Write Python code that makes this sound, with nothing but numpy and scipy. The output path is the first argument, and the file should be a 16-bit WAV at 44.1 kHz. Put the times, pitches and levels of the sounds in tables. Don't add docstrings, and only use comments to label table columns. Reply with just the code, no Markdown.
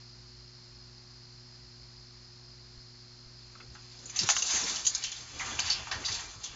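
import sys
import numpy as np
from scipy import signal
from scipy.fft import rfft, irfft
from scipy.io import wavfile
from scipy.ndimage import uniform_filter1d, map_coordinates

SR = 44100
rng = np.random.default_rng(int(sys.argv[2]) if len(sys.argv) > 2 else 0)


def invert_db(x):
    u = np.asarray(x, float) / 20
    return 10 ** u


def persist_wave(psi):
    counts = np.round(np.clip(psi, -1, 1) * 32767).astype(np.int16)
    wavfile.write(sys.argv[1], SR, np.atleast_2d(counts).T)


N = 288855
START = round(3.4 * SR)

# pitch_hz [Hz], level_db [dB per Hz]
NIGHT_COLOUR = [(12, -33), (20, -14), (75, -16.5), (121, -10), (190, -16.5), (306, -21), (413, -25),
                (966, -21.5), (1570, -22), (2140, -23), (3300, -26.5), (4800, -17), (5700, -21),
                (7200, -24)]
# pitch_hz [Hz], level_db [dB rms]
HUM_LINES = [
    (120, -65.5),
    (240, -77),
    (360, -76),
    (7495, -102.5),
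]
# start_s [s], level_db [dB]
HUM_FADE = [(4.19, 8.5), (4.3, -10.5), (4.7, 4.5), (5.2, 2.5), (5.8, 8.5), (6.0, 6.5), (6.2, -9), (6.55, 1)]
# start_s [s], rate_hz [wing strokes per s]
WING_STROKES = [(0.0, 55.3), (4.0, 55.2)]
# start_s [s], peak_db [dB], pitch_hz [Hz]
THUDS = [(2.769, -45, 38), (3.259, -46, 33), (3.669, -52, 80), (4.212, -35.5, 196), (4.228, -39, 153),
         (4.231, -35.5, 103), (5.432, -46, 90), (5.641, -37.5, 88), (6.096, -37, 98), (6.36, -41, 100)]
# start_s [s], tread_db [dB], litter_db [dB above the tread]
STEPS = [(3.605, -72.5, 11.5), (3.69, -52, -25), (4.02, -59.5, -3), (4.19, -59, -15), (4.24, -58, 7),
         (4.38, -57.5, 0), (4.54, -55, 3.5), (4.65, -56.5, 3.5), (4.78, -57.5, -0.5), (4.92, -61, -1.5),
         (5.06, -61, -11), (5.22, -57.5, -6.5), (5.35, -56.5, -1), (5.44, -52, 0), (5.55, -51.5, -5),
         (5.67, -56.5, -7.5), (5.79, -52.5, -6.5), (5.96, -49, -2), (6.13, -50.5, -7), (6.25, -60, -3),
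         (6.38, -63, -5), (6.5, -57.5, -9)]
# pitch_hz [Hz], level_db [dB per Hz]
STEEL_COLOUR = [(600, -8), (1170, 0), (1600, -5), (3900, -8), (4650, 1), (5600, -2), (6450, 3), (7500, -6)]
# low_hz [Hz], high_hz [Hz], t60_s [s]
CAGE_PARTS = [
    (5800, 7600, 0.032),
    (3436, 5600, 0.2),
    (1600, 3500, 0.018),
    (630, 1600, 0.11),
]
# [dB, door pushed]
PART_REACH = [
    (-2.5, -4),
    (-6.5, -8.5),
    (-12, 2.5),
    (-17, -4.5),
]
NEIGHBOURS = [(.87, .45), (.94, -.7), (1, 1), (1.05, -.7), (1.13, .5)]
# start_s [s], effort_db [dB], where [0 mesh to 1 door]
STRUGGLE = [(3.5, -65.5, .5), (3.95, -58.5, 0.34), (4.12, -50, 0.22), (4.2, -46, 1), (4.39, -38, 0.14),
            (4.54, -32, 0.23), (4.71, -32.5, 0.22), (4.83, -38.5, 0.077), (5.08, -44, 0.15),
            (5.3, -46, 0.33), (5.55, -41, 0.59), (5.66, -38.5, 0.76), (5.77, -45, 0.95),
            (5.91, -48.5, 0.33), (6.07, -43, 0.78), (6.2, -42, 0.5), (6.33, -49, 0.15), (6.55, -51.5, .6)]
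# start_s [s], force_db [dB], pitch_hz [Hz, loudest ring], dies_s [s, chatter t60]
MESH_BLOWS = [(4.159, -25.5, 6780, 0.33), (4.2324, -25, 5590, 0.052), (4.3644, -22.5, 6040, 0.088),
              (4.4213, -20.5, 6750, 0.11), (4.559, -24.5, 6750, .15), (4.6956, -29, 6130, .091),
              (4.7584, -27, 6100, 0.069), (4.8653, -13.5, 6970, 0.088), (4.9488, -20.5, 6130, 0.047),
              (5.0376, -24.5, 6080, 0.099), (5.1158, -29.5, 6940, .061), (5.2445, -54, 6900, .1),
              (5.3, -58.5, 7100, .079), (5.5913, -24, 6790, 0.078), (5.913, -29.5, 4710, 0.22),
              (6.0826, -29.5, 4800, 0.23), (6.4445, -41, 6500, 0.078)]
MESH_SHOVES = [(3.7394, -47, 5900, 0.065), (3.8194, -49, 4280, 0.077), (3.91, -47, 4670, 0.12),
               (3.9844, -42, 4960, 0.061), (4.0924, -31, 6850, 0.059), (4.2635, -23.5, 6200, 0.066),
               (4.3444, -24.5, 6900, 0.11), (4.3774, -20.5, 6750, .094), (4.4553, -26, 6300, 0.21),
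               (4.5044, -21.5, 6800, 0.12), (4.5294, -23.5, 6800, 0.26), (4.5994, -30, 6440, 0.17),
               (4.633, -21, 5410, 0.051), (4.8458, -19.5, 6660, 0.064), (5.019, -30, 4200, 0.11),
               (5.1594, -34, 3480, 0.056), (5.3848, -34.5, 6850, 0.27), (5.456, -35, 6760, .16),
               (5.5373, -37, 5400, .074), (5.6504, -31.5, 4830, 0.33), (5.745, -35, 4400, 0.15),
               (6.047, -20, 4770, 0.09), (6.115, -24.5, 4720, 0.092), (6.1383, -26, 5380, 0.11),
               (6.4314, -29.5, 6160, 0.14)]
FRAME_BLOWS = [(3.552, -45, 1330, .08), (3.601, -43, 1294, .061), (3.751, -43.5, 1560, 0.19),
               (4.095, -42.5, 2160, .08), (4.232, -38, 1370, 0.069), (4.329, -35, 1876, 0.24),
               (4.51, -31.5, 2210, 0.5), (4.559, -28, 1990, 0.056), (4.692, -42.5, 1130, 0.13),
               (5.245, -58, 2640, 0.053), (5.409, -31, 1904, 0.67), (5.459, -37.5, 1180, 0.38),
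               (5.87, -36.5, 1096, 0.28), (5.912, -25.5, 1780, 0.33), (6.084, -31, 1980, 0.09),
               (6.2, -46.5, 1130, 0.48), (6.33, -50, 1150, 0.77)]
BAR_KNOCKS = [(3.603, -44, 2300, .05), (4.158, -38.5, 2650, .16), (4.189, -32.5, 2840, .11),
              (4.422, -27, 2820, 0.029), (4.759, -35.5, 3020, .08), (4.848, -37, 2960, .074),
              (4.865, -29.5, 3250, 0.075), (5.021, -37.5, 2980, 0.1), (5.037, -32, 3100, 0.22),
              (5.118, -37, 3460, 0.23), (5.396, -31, 2090, 0.19), (5.704, -31, 3040, 0.19),
              (6.056, -41, 2770, .058), (6.436, -39.5, 3300, 0.32)]
SLAM_MESH = [(4.2878, -17.5, 6320, 0.042), (4.2985, -15.5, 6040, 0.049), (4.3065, -18, 6800, 0.045),
             (4.3186, -24.5, 6000, 0.08)]
SLAM_FRAME = [(4.289, -13.5, 2330, 0.028), (4.3, -20.5, 2750, 0.046), (4.319, -33, 1780, 0.014),
              (4.364, -18.5, 3090, 0.018), (5.589, -19.5, 2360, 0.037)]
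WIRE_STRIKES = [(4.0554, -36.5, 7010, .11), (4.1892, -20, 5310, 0.17), (5.6004, -24, 4620, 0.06),
                (5.6993, -22, 4580, 0.085), (5.7119, -26, 4840, .11), (5.7223, -28, 4680, 0.15)]


def rms_one(x):
    return x / np.sqrt(np.mean(x ** 2) + 1e-20)


def in_time(rows):
    s, *columns = np.transpose(rows)
    return [np.interp(np.arange(N) / SR, s, column) for column in columns]


def at_hz(points, hz):
    table = np.array(points)
    return np.interp(np.log(hz), np.log(table[:, 0]), table[:, 1])


def drift(rate_hz):
    knots = rng.standard_normal(400)
    return map_coordinates(knots, [np.arange(N) / SR * rate_hz], order=3, mode="wrap")


def band(x, low_hz, high_hz):
    return signal.sosfilt(signal.butter(2, [low_hz, high_hz], "band", fs=SR, output="sos"), x + 1e-18)


def night():
    t = np.arange(N) / SR
    hz = np.fft.rfftfreq(N, 1 / SR) + 1
    hiss = irfft(rfft(rng.standard_normal(N)) * invert_db(at_hz(NIGHT_COLOUR, hz)), N)
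    hum = 0
    for pitch_hz, level_db in HUM_LINES:
        level = np.sqrt(2) * invert_db(level_db + 0.37 * drift(3.5))
        hum = hum + level * np.sin(2 * np.pi * pitch_hz * t + 0.54 * drift(5))
    drone = invert_db(-61.5 + 3.2 * drift(12)) * np.sin(2 * np.pi * 55.5 * t + 0.33 * drift(2.5))
    return invert_db(-55) * rms_one(hiss) + invert_db(in_time(HUM_FADE)[0]) * hum + drone


def crickets():
    stroke = np.cumsum(in_time(WING_STROKES)[0] + .4 * drift(2.1)) / SR % 1
    on = np.clip(stroke / 0.48, 0, 1)
    hz = 4450 - 380 * on + 40 * drift(50)
    near = np.sin(np.pi * on) * np.sin(2 * np.pi * np.cumsum(hz) / SR) * invert_db(0.74 * drift(30))
    far_band = signal.butter(4, [4150, 5380], "band", fs=SR, output="sos")
    blur = signal.sosfilt(far_band, rng.standard_normal(N))
    middle = band(rng.standard_normal(N), 4790, 5060)
    far = invert_db(-58.5) * rms_one(blur) + invert_db(-60.5) * rms_one(middle)
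    return invert_db(-53.5) * near + far * invert_db(0.54 * drift(45))


def falls():
    out, t = np.zeros(N + SR), np.arange(SR // 4) / SR
    shape = (t / 0.0093) * np.exp(1 - t / 0.0094)
    for s, peak_db, hz in THUDS:
        at = round(s * SR)
        out[at:at + len(t)] += invert_db(peak_db - 4.5) * np.sin(2 * np.pi * hz * t) * shape
    return out[:N]


def steps():
    rise_s, dies_s = 0.029, 0.08
    s, deep_db, litter_db = np.transpose(STEPS)
    since = np.arange(START, N) / SR - s[:, None]
    weight = np.exp(-np.maximum(-since / rise_s, since / dies_s))
    tread = invert_db(0.83 * drift(18)) * rms_one(band(rng.standard_normal(N), 35, 105))
    litter = band(band(rng.standard_normal(N), 110, 600), 110, 600)
    scuffle = invert_db(3.6 * drift(30)) * rms_one(litter)
    out = np.zeros(N)
    out[START:] += tread[START:] * (invert_db(deep_db) @ weight)
    out[START:] += scuffle[START:] * (invert_db(deep_db + litter_db) @ weight)
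    return out


def ring(x, hz, t60):
    r, w = invert_db(-60 / (t60 * SR)), 2 * np.pi * hz / SR
    return signal.lfilter([0, np.sin(w)], [1, -2 * r * np.cos(w), r * r], x + 1e-18)


def contacts(per_s, spread_db, count=N):
    chance, size = rng.random(count), rng.exponential(1, count)
    sign = rng.choice([-1, 1], count)
    return rms_one((chance < per_s / SR) * invert_db(spread_db * np.minimum(size, 4)) * sign)


def blows(table, equal_hz, db_per_octave, note_db, note_t60, part_db, swell, crack):
    force, notes, t = np.zeros((2, N + SR)), np.zeros(N + SR), np.arange(SR // 2) / SR
    for s, force_db, hz, dies in table:
        chatter = contacts(7000, spread_db=1.5, count=len(t))
        chatter *= invert_db(-60 * t / max(dies, .005)) + crack * np.exp(-t / .002)
        chatter[0] += 4.5 * crack
        chatter *= 1 - np.exp(-(t + 1 / SR) / swell)
        at = round(s * SR)
        upper = invert_db(db_per_octave * np.log2(hz / equal_hz))
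        shares = np.array([[upper], [1]]) / np.hypot(upper, 1)
        force[:, at:at + len(t)] += chatter * invert_db(part_db + force_db) * shares
        note = sum(share * ring(chatter, hz * ratio, note_t60) for ratio, share in NEIGHBOURS)
        notes[at:at + len(t)] += invert_db(force_db + note_db) * note / np.max(np.abs(note))
    return force[:, :N], notes[:N]


def steel(force, low_hz, high_hz, t60, bare, shift_db):
    driven = np.concatenate([rng.standard_normal(8000), np.zeros(8000), force])
    jitter = (high_hz / low_hz) ** (rng.uniform(-.3, .3, 24) / 24)
    pitches = np.geomspace(low_hz, high_hz, num=24) * jitter
    rings, knots = 0, np.arange(0, len(driven), 2500)
    for k, hz in enumerate(pitches):
        spot_db = shift_db * rng.standard_normal(len(knots))
        spot = invert_db(np.interp(np.arange(len(driven)), knots, spot_db))
        rings = rings + invert_db(at_hz(STEEL_COLOUR, hz)) * (-1) ** k * ring(driven * spot, hz, t60)
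    contact = band(band(driven, low_hz, high_hz), low_hz, high_hz)

    def unit_gain(v):
        return v[16000:] / np.std(v[2000:8000])

    return np.sqrt(1 - bare) * unit_gain(rings) + np.sqrt(bare) * unit_gain(contact)


def cage():
    mesh, mesh_notes = blows(MESH_BLOWS + SLAM_MESH, 5300, 20, note_db=-1.5, note_t60=0.044,
                             part_db=-5, swell=0.00013, crack=0.88)
    shove, shove_notes = blows(MESH_SHOVES, 5300, 20, note_db=-7.0, note_t60=0.041,
                               part_db=0.5, swell=0.0064, crack=0)
    frame, frame_notes = blows(FRAME_BLOWS, 1400, 9, note_db=-3, note_t60=0.028,
                               part_db=-9, swell=0.00024, crack=1.0)
    bars, bar_notes = blows(BAR_KNOCKS, 1300, 16, note_db=2.0, note_t60=0.015,
                            part_db=-11.5, swell=0.00025, crack=0.36)
    slam, slam_notes = blows(SLAM_FRAME, 1300, 8, note_db=-11, note_t60=0.047,
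                             part_db=-6.5, swell=0.00022, crack=0.84)
    wire, wire_notes = blows(WIRE_STRIKES, 5300, 20, note_db=5.5, note_t60=0.024,
                             part_db=-6.5, swell=0.000091, crack=1.0)
    clumps = invert_db(1.6 * drift(40) + .5 * drift(14))
    effort_db, where = in_time(STRUGGLE)
    out = mesh_notes + shove_notes + frame_notes + bar_notes + slam_notes + wire_notes
    forces = [*(mesh + shove + wire), *(frame + bars + slam)]
    for force, (mesh_db, door_db), part in zip(forces, PART_REACH, CAGE_PARTS):
        level_db = effort_db + mesh_db + where * (door_db - mesh_db)
        force = force + invert_db(level_db) * clumps * contacts(5000, spread_db=2.0)
        out[START:] += steel(force[START:], *part, bare=0.64, shift_db=2.5)
    return out


def ducking(loud, above_db, share, back_db_per_s):
    level_db = 10 * np.log10(uniform_filter1d(loud ** 2, size=1024) + 1e-12)
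    ramp = back_db_per_s * np.arange(N) / SR
    held_db = np.maximum.accumulate(level_db + ramp) - ramp
    return invert_db(-share * uniform_filter1d(np.maximum(held_db - above_db, 0), size=1024))


def scene():
    background = night() + crickets()
    ground = falls() + steps()
    trap = cage()
    echo = np.roll(trap, round(0.028 * SR)) * invert_db(-15)
    gain = ducking(trap, above_db=-31.5, share=0.093, back_db_per_s=5.4)
    mono = trap + echo + ground + gain * background
    return np.array([mono, mono])


def roll_off(x):
    return signal.sosfilt(signal.butter(12, 8230, fs=SR, output="sos"), x)


def record(dry):
    droop = signal.sosfilt(signal.butter(6, 7100, fs=SR, output="sos"), dry)
    cut = signal.sosfilt(signal.ellip(9, 1, 70, 7435, fs=SR, output="sos"), droop)
    return roll_off(cut)


dry = scene()
out = record(dry)
persist_wave(out)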